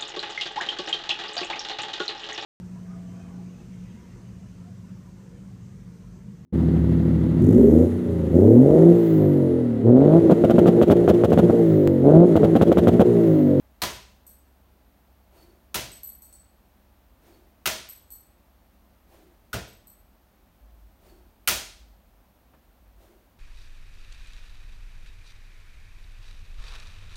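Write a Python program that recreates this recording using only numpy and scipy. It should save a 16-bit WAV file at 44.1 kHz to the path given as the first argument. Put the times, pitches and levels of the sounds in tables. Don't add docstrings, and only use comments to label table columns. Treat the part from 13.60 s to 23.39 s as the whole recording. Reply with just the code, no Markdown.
import sys
import numpy as np
from scipy import signal
from scipy.fft import rfft, irfft, next_fast_len
from scipy.io import wavfile

SR = 44100
rng = np.random.default_rng(int(sys.argv[2]) if len(sys.argv) > 2 else 0)


def to_wav(s):
    ch = np.atleast_2d(s).T
    pcm = np.round(np.clip(ch, -1, 1) * 32767)
    wavfile.write(sys.argv[1], SR, pcm.astype(np.int16))


N = 431719
TIME = np.arange(SR) / SR


def amp(db):
    return 10 ** (np.asarray(db) / 20)


def unit_energy(x):
    return x / np.sqrt(np.sum(x ** 2) + 1e-20)


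def look_up(points, hz):
    known_hz, value = np.transpose(points)
    return np.interp(np.log(hz + 1), np.log(known_hz + 1), value)


def add(mix, start_s, sound):
    part = mix[max(round(start_s * SR), 0):][:len(sound)]
    part += sound[:len(part)]


def noise(spectrum, size):
    length = next_fast_len(size)
    gain = amp(look_up(spectrum, np.fft.rfftfreq(length, 1 / SR)))
    shaped = irfft(rfft(rng.standard_normal(length)) * gain, length)[:size]
    return shaped / np.sqrt(np.mean(shaped ** 2) + 1e-20)


def colour(x, spectrum, peaks=(), bright_db=0, size=8192):
    hz = abs(np.fft.fftfreq(size, 1 / SR))
    db = look_up(spectrum, hz) + bright_db * hz ** 2 / (hz ** 2 + 5500 ** 2)
    for centre, width, height_db in peaks:
        db = db + height_db / (1 + (2 * (hz - centre) / width) ** 2)
    log_gain = np.conj(signal.hilbert(np.log(amp(db))))
    response = np.fft.ifft(np.exp(log_gain)).real
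    return signal.fftconvolve(x, response[:size // 2])[:len(x)]


def hall(build_s):
    # (frequency [Hz], time to fade by 60 dB [s])
    fade_times = [(50, 0.61), (110, 0.22), (220, .5), (560, 0.42), (1500, 0.46), (3800, 0.54), (6000, 0.49),
                  (10000, 0.45), (15000, 0.28)]
    echoes = rng.standard_normal(SR)
    echoes *= np.exp(0.67 * np.exp(-TIME / 0.046) * rng.standard_normal(SR))
    hz, t, bands = signal.stft(echoes, SR, nperseg=256)
    fade = amp(-60 * t / look_up(fade_times, hz)[:, None])
    tail = signal.istft(bands * fade, SR, nperseg=256)[1][:SR]
    return unit_energy(tail * (1 - np.exp(-TIME / build_s)))


def crunch(length_s):
    clumps = np.interp(TIME, np.linspace(0, 1, 900), rng.standard_normal(900))
    cracks = rng.standard_normal(SR) * np.exp(0.35 * clumps)
    rise = 1 - np.exp(-TIME / 0.0003)
    return unit_energy(cracks * rise * np.exp(-(TIME / length_s) ** 2.8))


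def background():
    # (frequency [Hz], relative level [dB])
    air_tone = [(55, -27.5), (90, 2), (128, -10), (200, -2.5), (256, -5), (290, -7), (445, -13.5),
                (620, -8.5), (1000, -14), (2000, -21.5), (4000, -27), (5200, -31), (10000, -35.5),
                (13000, -60.5)]
    # (frequency [Hz], relative level [dB])
    hiss_tone = [(7000, -10), (10500, -6.5), (11400, -3.5), (11850, 6.5), (12400, -6), (14000, -4),
                 (16000, 0)]
    # (frequency [Hz], relative level [dB])
    rumble_tone = [(15, -32), (30, -13.5), (42, 2), (52, 4.5), (62, -6), (75, -10.5), (100, -24.5),
                   (200, -52.5)]
    # (time [s], relative level [dB])
    rumble_swells = [(0.0, -70.5), (6.9, -66), (7.2, -55), (7.71, -64), (8.13, -57.5), (8.83, -69.5),
                     (9.24, -59.5), (9.79, -65.5)]
    hum_hz, hum_db, fade_db_per_s = 65, -58, 0.8
    t = np.arange(N) / SR
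    rumble_db = 3.5 + np.interp(t, *np.transpose(rumble_swells))
    rumble = amp(rumble_db) * noise(rumble_tone, N)
    waver = noise([(0, 0), (2, 0), (8, -30), (40, -100)], N)
    hum = np.sin(2 * np.pi * np.cumsum(hum_hz + 0.5 * waver) / SR)
    hum *= (1 + 0.13 * waver) * amp(hum_db - fade_db_per_s * t)
    return amp(-63.5) * noise(air_tone, N) + amp(-69) * noise(hiss_tone, N) + rumble + hum


def thrower():
    # (time of the peak [s], level [dB])
    swings = [(1.78, -57.5), (3.68, -58), (5.55, -58), (7.47, -58.5), (9.44, -59.5)]
    # (frequency [Hz], relative level [dB])
    cloth_tone = [(100, -2), (220, -7.5), (650, -0.5), (1200, -12.5), (2000, -15), (4000, -18.5),
                  (5200, -21.5), (9000, -21), (15000, -21.5)]
    # (frequency [Hz], relative level [dB])
    whirr_tone = [(200, -49), (320, -5.5), (365, -1.5), (450, -20), (800, -48)]
    # (time [s], relative level [dB])
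    steps = [(8.935, -27.5)]
    # (frequency [Hz], relative level [dB])
    step_tone = [(50, 5), (200, 13), (800, 8.5), (2000, 1.5), (5000, -23), (15000, -26)]
    out = np.zeros(N)
    t = TIME - 0.2
    swish_shape = np.where(t < 0, np.exp(-(t / 0.053) ** 2), np.exp(-abs(t) / 0.13))
    whirr_shape = np.exp(-((t - 0.08) / 0.1) ** 2)
    for peak_s, db in swings:
        add(out, peak_s + t[0], amp(db) * swish_shape * noise(cloth_tone, SR))
        add(out, peak_s + t[0], amp(db - 2) * whirr_shape * noise(whirr_tone, SR))
    for start_s, db in steps:
        step = crunch(length_s=0.018) + amp(-5) * hall(build_s=0.0067)
        add(out, start_s, amp(db) * colour(step, step_tone))
    return out


def spike_clinks():
    # (time [s], ring [dB], boost of top note [dB], scrape [dB])
    touches = [(.335, -55.5, 5, -52), (0.6665, -53, 7.5, -34), (2.317, -44, -2.5, -46),
               (2.433, -44.5, 10.5, -32), (2.491, -49, 9, -39), (2.621, -49.5, 5, -35),
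               (2.727, -46, -16, -34.5), (4.2892, -47.5, 9, -35), (4.5044, -48.5, 5, -33.5),
               (4.515, -48.5, 7.5, -39), (6.080, -55.5, 2, -48), (6.271, -54, 6.5, -40)]
    # (frequency [Hz], time to fade by 60 dB [s], relative level [dB])
    spike_notes = [(4400, 0.66, -17.5), (8030, 0.39, 0.5), (11970, 0.25, 1)]
    # (frequency [Hz], relative level [dB])
    scrape_tone = [(1500, -39), (3800, -5), (4500, -14), (5700, 2), (6600, -0.5), (7400, 2), (8200, 15),
                   (9400, 6), (10800, -5), (12200, 10), (13500, -9), (15500, 7)]
    out = np.zeros(N)
    for start_s, ring_db, top_db, scrape_db in touches:
        echoes = hall(build_s=0.011)
        for (hz, fade_s, note_db), boost_db in zip(spike_notes, (0, 0, top_db)):
            pair_hz = hz + np.array([[-45], [45]]) + rng.normal(0, 14, (2, 1))
            ring = np.sin(2 * np.pi * pair_hz * TIME).sum(0) * amp(-60 * TIME / fade_s)
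            damped = np.sin(2 * np.pi * hz * TIME) * np.exp(-TIME / 0.0093)
            hall_ring = unit_energy(signal.fftconvolve(damped, echoes)[:SR]) * np.linalg.norm(ring)
            note = amp(-5.5) * ring + amp(-7) * hall_ring
            add(out, start_s, amp(ring_db + note_db + boost_db) * note)
        scrape = crunch(length_s=0.012) + amp(8) * echoes
        add(out, start_s, amp(scrape_db) * colour(scrape, scrape_tone))
    return out


def spike_releases():
    # (time [s], relative level [dB])
    slides = [(1.772, -31), (1.808, -27), (3.722, -35.5), (7.484, -31.5)]
    # (frequency [Hz], relative level [dB])
    zing_tone = [(1000, -30.5), (3600, -18), (4600, -5.5), (7000, -13), (8800, -9), (10400, -12),
                 (13000, -5), (15500, -11)]
    # (frequency [Hz], width [Hz], height [dB])
    zing_peaks = [(4430, 240, 21), (8250, 380, 4.5), (9400, 440, 2.5)]
    out = np.zeros(N)
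    for start_s, db in slides:
        slide = crunch(length_s=0.041) + amp(-1.5) * hall(build_s=0.0087)
        add(out, start_s, amp(db) * colour(slide, zing_tone, zing_peaks))
    return out


def board_hits():
    # (time [s], crack [dB], thump [dB], treble [dB],
    # ring of the struck spot [Hz], its height [dB], ring of the shaft [Hz], its height [dB],
    # delay of the slap [s])
    hits = [(.218, -4, -9.5, 0.5, 1005, 10.5, 4150, 8, 0.016),
            (2.1435, -7, -8.5, 5.5, 950, 2.5, 1920, -1, 0.011),
            (4.057, -2.5, -14, 3, 1450, 3, 2808, 9, .015),
            (5.9303, -11, -7.5, -1, 1430, 10, 2500, -7, 0.01),
            (7.875, -1, -11.5, 8.5, 1260, 5, 2830, 9, .010)]
    # (frequency [Hz], relative level [dB])
    face_tone = [(40, -32.5), (300, -9), (700, -6), (1000, 6), (1130, -3.5), (1260, 10.5), (1500, 6.5),
                 (1750, 0.5), (2900, 3.5), (5000, 0), (7700, -2.5), (10400, -1.5), (12500, -3), (15500, -4)]
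    # (frequency [Hz], relative level [dB])
    board_tone = [(40, -34.5), (150, -7.5), (300, -1.5), (620, 0.5), (1020, -0.5), (1150, -1.5), (1260, 0),
                  (1800, 3.5), (3100, 3), (4200, 1.5), (6300, 0.5), (7700, -3), (11300, -6), (15500, -5)]
    # (frequency [Hz], width [Hz], height [dB])
    board_peaks = [(202, 23, 12.5), (357, 40, 7), (638, 54, 11), (780, 47, 5), (977, 100, 7.5),
                   (1220, 50, 2), (1390, 98, 4.5), (1780, 46, 2), (2036, 17, 5.5), (2270, 21, 4),
                   (2500, 45, 2.5), (2710, 92, 2), (2880, 66, -1.5), (3000, 30, 1.5), (3300, 48, 4),
                   (3800, 35, 2)]
    # (frequency [Hz], relative level [dB])
    thump_tone = [(20, -24), (35, 0.5), (58, 19), (80, 10.5), (118, 15.5), (160, 7.5), (203, 10.5),
                  (260, 7), (400, 7.5), (700, 6.5), (1100, -16), (4000, -33.5)]
    flex_s = 0.005
    out = np.zeros(N)
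    for start_s, crack_db, thump_db, bright_db, spot_hz, spot_db, shaft_hz, shaft_db, slap_s in hits:
        direct, echoes = crunch(length_s=0.011), hall(build_s=0.0075)
        add(direct, slap_s, amp(-2.5) * crunch(length_s=0.007))
        add(echoes, slap_s, amp(-4.5) * hall(build_s=0.0035))
        direct_peaks = [(spot_hz, 200, spot_db), (shaft_hz, 400, shaft_db)]
        echo_peaks = board_peaks + [(spot_hz, 300, 0.6 * spot_db)]
        add(out, start_s, amp(crack_db + 6) * colour(direct, face_tone, direct_peaks, bright_db))
        add(out, start_s, amp(crack_db + 8) * colour(echoes, board_tone, echo_peaks, bright_db))
        boom = hall(build_s=0.0074) + amp(-11) * crunch(length_s=0.015)
        add(out, start_s + flex_s, amp(thump_db + 11.5) * colour(boom, thump_tone))
    return out


def scene():
    return (board_hits() + spike_clinks() + spike_releases() + thrower() + background())[None]


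def record(dry):
    # (frequency [Hz], width [Hz], level change [dB])
    dips = [(7630, 700, -3), (10380, 700, -6)]
    cutoff_hz = 15900
    heard = colour(dry[0], [(20, 0), (20000, 0)], dips)
    low_pass = signal.firwin(401, cutoff_hz, window=("kaiser", 9), fs=SR)
    return signal.oaconvolve(heard, low_pass, "same")[None]


dry = scene()
out = record(dry)
to_wav(out)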